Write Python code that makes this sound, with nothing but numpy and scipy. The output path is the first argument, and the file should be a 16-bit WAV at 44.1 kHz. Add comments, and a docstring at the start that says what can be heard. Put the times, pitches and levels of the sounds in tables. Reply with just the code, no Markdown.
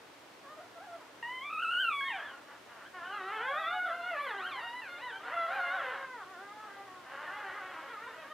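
"""Newborn puppies heaped on a thick fur rug, a metre from a phone: four voices overlap in thin wavering cries.
Each cry is a harmonic series on a gliding pitch curve, filtered by a tiny throat and mouth.
Hoarse grunts, uneven pulses and noise through throat resonances, come between and under the cries.
A narrow band of airy noise joins the last cries; a short diffuse tail answers as in a small soft room.
Steady coloured noise and faint mains hum lie beneath."""
import sys
import numpy as np
from scipy import signal
from scipy.fft import rfft, irfft
from scipy.io import wavfile
from scipy.ndimage import uniform_filter1d

SR = 44100
rng = np.random.default_rng(int(sys.argv[2]) if len(sys.argv) > 2 else 0)


def generate_wav(signal):
    """Clip the signal to [-1, 1] and save it as 16-bit WAV at the path in sys.argv[1]."""
    frames = np.transpose(np.atleast_2d(signal))
    scaled = np.clip(frames, -1, 1) * 32767
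    pcm = np.round(scaled).astype(np.int16)
    wavfile.write(sys.argv[1], SR, pcm)


N = 367353

# Noise spectra, relative levels: frequency_hz, density_db (per Hz); mid is shared by both channels,
# side is opposite in sign between them
HISS_MID_SPECTRUM = [(15, -58), (25, -39.5), (104, -9.5), (198, -9.5), (274, -2.5), (631, -1.5),
                     (721, -2.5), (825, -4), (944, -3), (2170, -9), (2620, -11), (4740, -17.5),
                     (15500, -32.5)]
HISS_SIDE_SPECTRUM = [(15, -51), (25, -35), (140, -14), (289, -6.5), (684, -3.5), (894, -4.5), (970, -3.5),
                      (1050, -4.5), (3340, -11), (15500, -29.5)]
HISS_MID_DB, HISS_SIDE_DB = -56, -60.5  # rms
# Mains hum lines: frequency_hz, rms_db
HUM_LINES = [(60, -97), (120, -83.5), (300, -74)]
# Airy noise of the last cries: time_s, centre_hz, rms_db
AIR_TRACK = [(7.049, 10300, -95), (7.3, 10800, -82), (7.6, 11600, -84), (8.33, 11800, -83)]
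AIR_WIDTH_HZ = 1200  # rate of the random levels that spread the band
# Grunts: start_s, length_s, level_db, change_db (from start to end)
GRUNT_EVENTS = [(0.38, 1, -64, -5), (2.145, 0.22, -42, -14), (2.465, 0.062, -52.5, -1),
                (2.652, .18, -56, 4.5), (2.95, 0.39, -61.5, 6), (3.276, 0.32, -54, -6),
                (3.987, 0.32, -57, 1), (4.378, 0.32, -53.5, -1), (4.7, 0.5, -55.5, -5.5),
                (5.206, 0.34, -43, -7.5), (5.478, 0.16, -40.5, -5.5), (5.64, 0.37, -44, -2),
                (6.08, 0.62, -65.5, 4.5), (6.56, 0.71, -57.5, -11), (7.03, 0.46, -47, -1),
                (7.492, 0.37, -49, 1.5), (7.893, 0.37, -54.5, -1)]
# Resonances of a grunting throat: frequency_hz, width_hz (of one pass), gain_db
GRUNT_RESONANCES = [(630, 490, -5.5), (1100, 760, 0.5), (1700, 840, 0), (2906, 470, -9.5),
                    (3530, 1200, -20.5), (11600, 1800, -39)]
# A longer grunt swells in more slowly: fixed attack plus a share of its length; release follows the length
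GRUNT_ATTACK_S, GRUNT_ATTACK_SHARE, GRUNT_RELEASE_S = 0.017, 0.17, 0.076
# Hoarse stretches of fluttering folds: start_s, end_s, slips_per_s (mean rate), depth (0-1)
HOARSE_STRETCHES = [(1.495, 1.535, 50, .8), (1.58, 1.65, 43, .7), (1.705, 1.745, 50, .6),
                    (3.8, 3.9, 45, .3), (5.5, 5.6, 45, .35), (5.8, 5.95, 60, .25)]
# Raspy stretches of uneven cycles: start_s, end_s, rasp (0-1)
RASPY_STRETCHES = [(1.49, 1.54, .7), (1.58, 1.66, .7), (1.7, 1.75, .6), (2.08, 2.4, .5), (2.93, 3.45, .33),
                   (3.84, 3.95, .5), (4.26, 4.53, .7), (4.98, 5.3, .4), (5.3, 5.8, .28), (5.8, 6.0, .5),
                   (7.04, 7.9, .35), (7.9, 8.28, .15)]
RASP_JITTER, RASP_DB = .022, 3  # scale of random pitch (fraction) and strength (dB) at full rasp

# Pitch curves, one list per cry: time_s, pitch_hz
LONG_SQUEAL_CURVES = [
    [(1.226, 935), (1.236, 918), (1.296, 1004), (1.408, 1038), (1.454, 1169), (1.496, 1194), (1.544, 1296),
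     (1.578, 1240), (1.634, 1404), (1.66, 1312), (1.78, 1487), (1.816, 1575), (1.846, 1412), (1.884, 1354),
     (1.932, 1146), (2.08, 1083), (2.13, 823), (2.17, 733), (2.218, 574), (2.239, 441)],
]
SQUEAK_CURVES = [
    [(2.007, 1602), (2.031, 1617), (2.059, 1838), (2.143, 1838), (2.195, 1576), (2.247, 1767),
     (2.319, 1480), (2.399, 1390)],
    [(2.814, 1275), (2.842, 1420), (2.873, 1656), (2.889, 1740)],
    [(3.05, 1476), (3.1, 1545), (3.17, 1324), (3.22, 1271), (3.3, 1376)],
    [(3.355, 1173), (3.4, 1010), (3.445, 981), (3.49, 1122), (3.55, 1081), (3.6, 1283), (3.64, 1105),
     (3.69, 1196), (3.72, 1160), (3.76, 1300), (3.795, 1180)],
    [(4.163, 830), (4.179, 856), (4.21, 1106), (4.246, 1210), (4.318, 830)],
    [(4.37, 894), (4.478, 1605), (4.518, 1203), (4.542, 1070), (4.59, 1006), (4.614, 923.5), (4.705, 955),
     (4.773, 997.6), (4.809, 993)],
    [(4.817, 940), (4.889, 716), (4.977, 703), (5.021, 988), (5.053, 1018), (5.1, 905), (5.124, 746),
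     (5.188, 800)],
]
WHINE_CURVES = [
    [(2.933, 368), (2.959, 365.4), (3.013, 337.4), (3.161, 416), (3.211, 374.4), (3.305, 400),
     (3.331, 440.8), (3.391, 425.5), (3.485, 548), (3.515, 546.4), (3.601, 648), (3.651, 637.6),
     (3.731, 726), (3.879, 718.6), (3.907, 654), (3.947, 703.5), (4.009, 695), (4.091, 738.4), (4.127, 684),
     (4.171, 567), (4.217, 584), (4.253, 547), (4.297, 475.3), (4.323, 404.6), (4.445, 360.7), (4.467, 378),
     (4.546, 357.3)],
    [(4.55, 363), (4.598, 448), (4.629, 680), (4.677, 768)],
    [(5.24, 440.6), (5.292, 489), (5.32, 627), (5.34, 696), (5.47, 655), (5.508, 711), (5.546, 813.5),
     (5.62, 703.6), (5.686, 685.5), (5.756, 776), (5.78, 726), (5.848, 514), (5.902, 497), (5.966, 378.5)],
    [(7.252, 371), (7.294, 359.4), (7.332, 407.3), (7.404, 418.7), (7.508, 363.6), (7.568, 419.5),
     (7.626, 368.7), (7.704, 372), (7.758, 322.3), (7.84, 311.7)],
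    [(7.87, 396), (7.894, 478), (7.906, 498), (7.97, 406), (8.042, 483), (8.114, 431), (8.161, 516)],
    [(8.173, 641), (8.213, 641.7), (8.249, 543), (8.305, 614), (8.329, 618)],
]
WHIMPER_CURVES = [
    [(0.431, 573), (0.467, 543), (0.503, 607), (0.547, 610)],
    [(0.563, 702), (0.591, 599), (0.615, 747), (0.655, 637)],
    [(0.75, 716), (0.79, 636.5), (0.846, 874), (0.882, 704), (0.966, 663), (1.034, 415), (1.098, 590)],
    [(3.352, 857), (3.396, 688), (3.42, 801), (3.456, 898), (3.544, 695), (3.6, 845), (3.64, 759),
     (3.759, 844), (3.799, 825)],
    [(3.843, 761), (3.875, 648), (3.923, 510.5), (4.007, 521.6), (4.039, 485), (4.119, 458)],
    [(4.873, 580), (4.941, 548), (4.985, 618), (5.033, 497), (5.076, 494.5), (5.128, 446), (5.176, 470)],
    [(5.192, 613), (5.208, 599), (5.272, 762), (5.3, 765)],
    [(5.332, 551), (5.36, 566.7), (5.436, 512.4), (5.492, 543.5), (5.6, 553), (5.823, 560), (5.859, 508.4),
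     (5.903, 509), (5.931, 555.2), (6.126, 505.3), (6.17, 466), (6.242, 344)],
    [(6.246, 351.2), (6.306, 389.3), (6.362, 342), (6.421, 396.7), (6.621, 430), (6.697, 400.4),
     (6.79, 395), (6.852, 403), (6.88, 375.3), (6.988, 366), (7.06, 341)],
    [(7.04, 517), (7.188, 528), (7.2, 550), (7.24, 511)],
    [(8.042, 477.3), (8.062, 484), (8.09, 535.6), (8.149, 484)],
]
# Source and mouth of each cry: brightness_db (per octave), mouth_lift_db,
# and a list of place (0-1 through the cry), strength_db, mouth_hz
LONG_SQUEAL_SHAPES = [(0.16, 2, [(0, -48, 1860), (.2, -47, 960), (.4, -41.5, 1420), (.6, -36.5, 2830),
                      (.72, -39.5, 3300), (.9, -41, 1660), (1, -53.5, 1190)])]
SQUEAK_SHAPES = [ (-4.5, 1.5, [(0, -46, 1590), (.75, -47.5, 1580), (1, -73, 1500)]),
                 (-8, 2, [(0, -67, 1300), (.7, -50, 1600), (1, -63, 1700)]), (-4, 1.9, [(0, -55, 1500),
                 (.35, -46, 1400), (.7, -55, 1250), (1, -47, 1350)]), (-4.5, 14.4, [(0, -62, 3260),
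                 (.1, -57, 3206), (.5, -52.5, 3430), (.85, -46, 3500), (1, -67, 3700)]),
                 (0.5, 5, [(0, -52.5, 1660), (.4, -47.5, 1220), (1, -49, 1660)]),
                 (1.5, 3.05, [(0, -58.5, 900), (.25, -46, 1603), (.38, -51, 2100), (.58, -49, 1880),
                 (1, -52.5, 2000)]), (-1.5, 5.2, [(0, -50.5, 1900), (.15, -52, 1520), (.65, -50, 2050),
                 (.8, -52, 1610), (1, -52.5, 1540)]), ]
WHINE_SHAPES = [ (-0.7, 2.5, [(0, -53.5, 1090), (.15, -47, 1220), (.38, -42.5, 1240), (.46, -46, 1240),
                (.55, -42, 1450), (.66, -46.5, 1430), (.73, -43, 1390), (.87, -46, 1199), (1, -54, 1090)]),
                (-1.6, 2, [(0, -51, 904), (.5, -46, 900), (1, -58, 750)]), (0.37, 1.1, [(0, -49.5, 1290),
                (.12, -43.5, 1320), (.45, -42, 1600), (.65, -43, 1500), (.88, -44.5, 1500),
                (1, -46, 1100)]), (0.12, 2.6, [(0, -54.5, 1500), (.25, -54, 1260), (.55, -54, 1480),
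                (1, -58.5, 1202)]), (0.43, 2.5, [(0, -52, 1200), (.4, -55.5, 1260), (1, -58.5, 1912)]),
                (-0.3, 4.6, [(0, -53, 631), (.7, -59.5, 1140), (1, -50, 1247)]), ]
WHIMPER_SHAPES = [ (-1.5, 1.7, [(0, -58, 1100), (.7, -53.5, 1200), (1, -59, 1250)]),
                  (-8, 1.8, [(0, -53, 650), (.3, -46, 650), (1, -60, 700)]), (-2.5, 7.9, [(0, -57, 673),
                  (.6, -58, 655), (.75, -55.5, 990), (1, -69, 1200)]), (-2, 4.2, [(0, -49.5, 1600),
                  (.55, -46.5, 1630), (.78, -62, 1600), (.88, -46.5, 1640), (1, -57, 1570)]),
                  (2.5, 2.9, [(0, -44.5, 1480), (.3, -54, 1490), (1, -64, 1400)]),
                  (-4, 3.5, [(0, -64, 1100), (.5, -53.5, 1000), (1, -54.5, 950)]), (4, 2.6, [(0, -61, 1200),
                  (.6, -54, 1510), (1, -56, 1540)]), (0, 5, [(0, -58, 1120), (.13, -70, 1050),
                  (.25, -53.5, 1590), (.5, -52, 1070), (.75, -51, 1600), (.87, -52, 1030), (1, -53, 1060)]),
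                  (-2.5, 6.1, [(0, -57.5, 1080), (.25, -53.5, 1540), (.34, -56, 1190), (.5, -56.5, 1220),
                  (.7, -55.5, 788), (.8, -58.5, 1130), (1, -62, 1098)]), (0, 2.7, [(0, -66, 1050),
                  (.5, -63, 1550), (1, -53, 1050)]), (-1.5, 3.7, [(0, -58, 1000), (.4, -49, 1044),
                  (1, -79, 1000)]), ]
# Throat and mouth transfer function of each pup: frequency_hz, gain_db
LONG_SQUEAL_TRACT = [(450, 6), (1000, 1), (1500, 2), (2000, 2.5), (3200, -2.5), (3800, -20.5), (5000, -43),
                     (6200, -44), (7200, -40), (9000, -32), (10500, -48), (12000, -46), (13500, -36),
                     (15500, -44)]
SQUEAK_TRACT = [(700, -8.5), (1000, 3), (1500, 2), (2000, -0.5), (3500, -5.5), (4300, -15.5), (5000, -39),
                (6000, -51), (9500, -44), (11000, -29), (12800, -36), (14000, -53)]
WHINE_TRACT = [(370, -9), (740, 1), (1100, 1), (1500, 2.5), (1900, 0), (2400, -11), (3000, -12.5),
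               (3600, -17.5), (4300, -27), (5000, -46), (10000, -44.5), (11700, -39), (13000, -47),
               (15000, -57)]
WHIMPER_TRACT = [(400, -10), (600, -3.5), (800, 3.5), (1100, 1.5), (1500, 1.5), (2000, -6), (2500, -22),
                 (3500, -14.5), (5000, -62)]
# A pup that pushes its pitch up also pushes louder: dB per octave above the cry's median pitch
LONG_SQUEAL_EFFORT_DB, SQUEAK_EFFORT_DB, WHINE_EFFORT_DB, WHIMPER_EFFORT_DB = 7.5, 4, 4.5, 4
MOUTH_OCTAVES = 0.28  # half width of the mouth resonance, where its lift in dB falls to 1/e
GLIDE_LOSS_DB = .35  # the voice thins in fast glides: dB lost per octave a second
# Partials drop out deeply but swell only a little: shares of the patchiness, and cap on the random swell
LOW_PATCH_SHARE, HIGH_PATCH_SHARE, PATCH_TOP = .45, 1.8, .7
POP_DB, POP_S = 6.5, 0.025  # folds that snap into voice start loud: excess level and its decay time
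ROOM_T60_S, ROOM_DB = 0.18, -11  # reverberation time, and tail energy relative to the dry sound
TOP_HZ = 15550  # upper band edge of the phone


def undb(db):
    """Amplitude ratio is ten to the power of level over twenty."""
    return 10 ** (np.asarray(db) / 20)


def level(x, db):
    """Scaling by the inverse rms sets the mean power."""
    return x * undb(db) / np.sqrt(np.mean(x ** 2))


def colour(table, hz):
    """A spectral envelope: dB interpolated on a log-frequency axis."""
    f, db = np.transpose(table)
    return np.interp(np.log(np.maximum(hz, 1)), np.log(f), db)


def walk(rate_hz, size=N):
    """Low-pass random fluctuation: levels held 1 / rate s and averaged twice, with a spread near 1."""
    hold = max(int(SR / rate_hz), 1)
    steps = np.repeat(rng.standard_normal(size // hold + 1), hold)
    return 1.3 * uniform_filter1d(uniform_filter1d(steps, hold), hold)[:size]


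def ring(x, hz, width_hz):
    """Cascaded resonance: two passes of one peak steepen its skirts."""
    b, a = signal.iirpeak(hz, hz / width_hz, fs=SR)
    return signal.lfilter(b, a, signal.lfilter(b, a, x))


def hiss(table, db):
    """Stationary noise: a white spectrum weighted by a spectral envelope."""
    spectrum = rfft(rng.standard_normal(N))
    bin_hz = np.arange(len(spectrum)) * SR / N
    return level(irfft(spectrum * undb(colour(table, bin_hz)), N), db)


def hum():
    """Mains hum: a sum of steady sinusoids, each with rms equal to its peak over root two."""
    t = np.arange(N) / SR
    return sum(np.sqrt(2) * undb(db) * np.sin(2 * np.pi * hz * t) for hz, db in HUM_LINES)


def room(x, db):
    """Reverberation: convolution with exponentially decaying noise, delayed 8 ms and lacking treble."""
    t = np.arange(int(.5 * SR)) / SR
    decay = np.exp(-np.log(1000) * t / ROOM_T60_S)
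    tail = rng.standard_normal(len(t)) * decay * (t > .008)
    tail = signal.lfilter(*signal.butter(1, 3500, fs=SR), tail)
    return signal.fftconvolve(x, tail * undb(db) / np.sqrt(np.sum(tail ** 2)))[:N]


def air():
    """Quadrature modulation: two random envelopes on a climbing carrier make a narrow band of leaking air."""
    t = np.arange(N) / SR
    s, hz, db = np.transpose(AIR_TRACK)
    phase = 2 * np.pi * np.cumsum(np.interp(t, s, hz)) / SR
    band = walk(AIR_WIDTH_HZ) * np.sin(phase) + walk(AIR_WIDTH_HZ) * np.cos(phase)
    return level(band, 0) * undb(np.interp(t, s, db)) * (t > s[0])


def grunts():
    """Source and filter: uneven pulses on a wandering low pitch, and leaking air, excite a slack throat."""
    t = np.arange(N) / SR
    push = 0
    for start, length, db, change_db in GRUNT_EVENTS:
        rise = (t - start) / (GRUNT_ATTACK_S + GRUNT_ATTACK_SHARE * length)
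        fall = (start + length - t) / GRUNT_RELEASE_S + 1
        gate = np.clip(np.minimum(rise, fall), 0, 1)
        push = push + gate * undb(db + change_db * np.clip((t - start) / length, 0, 1))
    pitch_hz = 270 * (1 + .1 * walk(7) + .035 * walk(150))
    cycles = np.cumsum(pitch_hz) / SR
    # one pulse per cycle, of random strength
    pulses = np.diff(np.floor(cycles), prepend=0) * undb(2.5 * rng.standard_normal(N))
    # the air weakens through each cycle
    leak = np.exp(-(cycles % 1) / 0.98) * rng.standard_normal(N)
    source = level(pulses, 0) + level(leak, -6)
    # neighbouring resonances add with opposite signs
    tract = sum((-1) ** k * undb(gain_db) * ring(source, hz, width_hz)
                for k, (hz, width_hz, gain_db) in enumerate(GRUNT_RESONANCES))
    return level(tract, 0) * push * undb(1.0 * walk(6.9))


def flutter():
    """Fold instability: quick upward slips recur at a drifting rate in hoarse stretches, zero elsewhere."""
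    t = np.arange(N) / SR
    out = np.zeros(N)
    drift = 1 + 0.13 * walk(30)
    for t0, t1, hz, depth in HOARSE_STRETCHES:
        gate = (t > t0) & (t < t1)
        out += depth * gate * np.sin(np.pi * np.cumsum(gate * hz * drift) / SR) ** 4
    return out


def rasp():
    """Aperiodicity: the unevenness of the cycles, 0-1, eased in and out."""
    t = np.arange(N) / SR
    amounts = sum(amount * ((t > t0) & (t < t1)) for t0, t1, amount in RASPY_STRETCHES)
    return uniform_filter1d(amounts, int(.03 * SR))


def pup(pitches, shapes, throat, effort_db, slips, rough, jitter=.008, waver=.007, patchy_db=3,
        shimmer_db=2, bend=.12, attack_s=.015, pop_db=0):
    """Source and filter: each cry is a harmonic series on its pitch curve, shaped by throat and mouth."""
    out = np.zeros(N)
    for pitch, (bright_db, mouth_db, shape) in zip(pitches, shapes):
        s, hz = np.transpose(pitch)
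        i = np.arange(int(s[0] * SR), min(int(s[-1] * SR), N))
        size = len(i)
        # the folds are heavy enough to round every turn of the pitch
        hz = uniform_filter1d(np.interp(i / SR, s, hz), int(.014 * SR))

        place, *controls = np.transpose(shape)
        source_db, mouth_hz = (np.interp(np.linspace(0, 1, size), place, c) for c in controls)
        source_db = source_db + pop_db * np.exp(-(i - i[0]) / (POP_S * SR))
        source_db = source_db + effort_db * np.log2(hz / np.median(hz))
        octaves_per_s = np.abs(np.gradient(np.log2(hz))) * SR
        source_db = source_db - GLIDE_LOSS_DB * uniform_filter1d(octaves_per_s, int(0.013 * SR))
        source_db = source_db + RASP_DB * rough[i] * walk(300, size=size)

        hz = hz * (1 + RASP_JITTER * rough[i] * walk(350, size=size))
        hz = hz * (1 + jitter * walk(150, size=size) + waver * walk(29.7, size=size) + bend * slips[i])
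        phase = 2 * np.pi * np.cumsum(hz) / SR
        voice = 0
        for k in range(1, int(throat[-1][0] / np.median(hz)) + 2):
            # brightness tips the lowest four partials; those above share the fourth's tilt
            db = source_db + bright_db * np.log2(min(k, 4)) + colour(throat, k * hz)
            db = db + mouth_db * np.exp(-(np.log2(k * hz / mouth_hz) / MOUTH_OCTAVES) ** 2)
            # partials, the upper ones most, swell and fade as the small mouth shifts, and tremble
            patch_share = LOW_PATCH_SHARE if k <= 3 else HIGH_PATCH_SHARE
            db = db + patch_share * patchy_db * np.minimum(walk(14.05, size=size), PATCH_TOP)
            db = db + shimmer_db * np.minimum(walk(39.78, size=size), 1)
            voice = voice + np.sqrt(2) * undb(db) * (k * hz < TOP_HZ) * np.sin(k * phase)
        edges = np.clip(np.minimum((i - i[0]) / attack_s, (i[-1] - i) / 0.0046) / SR, 0, 1)
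        out[i] += voice * edges * (1 - .5 * slips[i])  # a slip weakens the voice
    return out


def scene():
    """Superposition: voices, reverberation, hum and mid noise are common to both channels; side noise is not."""
    slips, steady, rough = flutter(), np.zeros(N), rasp()
    long_squeal = pup(LONG_SQUEAL_CURVES, LONG_SQUEAL_SHAPES, LONG_SQUEAL_TRACT, LONG_SQUEAL_EFFORT_DB,
                      slips, rough, attack_s=.002, pop_db=POP_DB, jitter=.004, patchy_db=2, shimmer_db=1.0)
    squeaks = pup(SQUEAK_CURVES, SQUEAK_SHAPES, SQUEAK_TRACT, SQUEAK_EFFORT_DB,
                  steady, rough, attack_s=.002, pop_db=POP_DB, jitter=.005, shimmer_db=3)
    whines = pup(WHINE_CURVES, WHINE_SHAPES, WHINE_TRACT, WHINE_EFFORT_DB,
                 slips, rough, patchy_db=2.5, shimmer_db=2.8)
    whimpers = pup(WHIMPER_CURVES, WHIMPER_SHAPES, WHIMPER_TRACT, WHIMPER_EFFORT_DB,
                   steady, .4 * rough, waver=.004, shimmer_db=2)
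    pups = long_squeal + squeaks + whines + whimpers + grunts() + air()
    mid = pups + room(pups, ROOM_DB) + hiss(HISS_MID_SPECTRUM, HISS_MID_DB) + hum()
    side = hiss(HISS_SIDE_SPECTRUM, HISS_SIDE_DB)
    return np.array([mid + side, mid - side])


def record(dry):
    """Band limiting: an elliptic low-pass filter gives the phone's steep upper cutoff."""
    return signal.sosfilt(signal.ellip(10, .2, 80, TOP_HZ, fs=SR, output="sos"), dry)


dry = scene()
out = record(dry)
generate_wav(out)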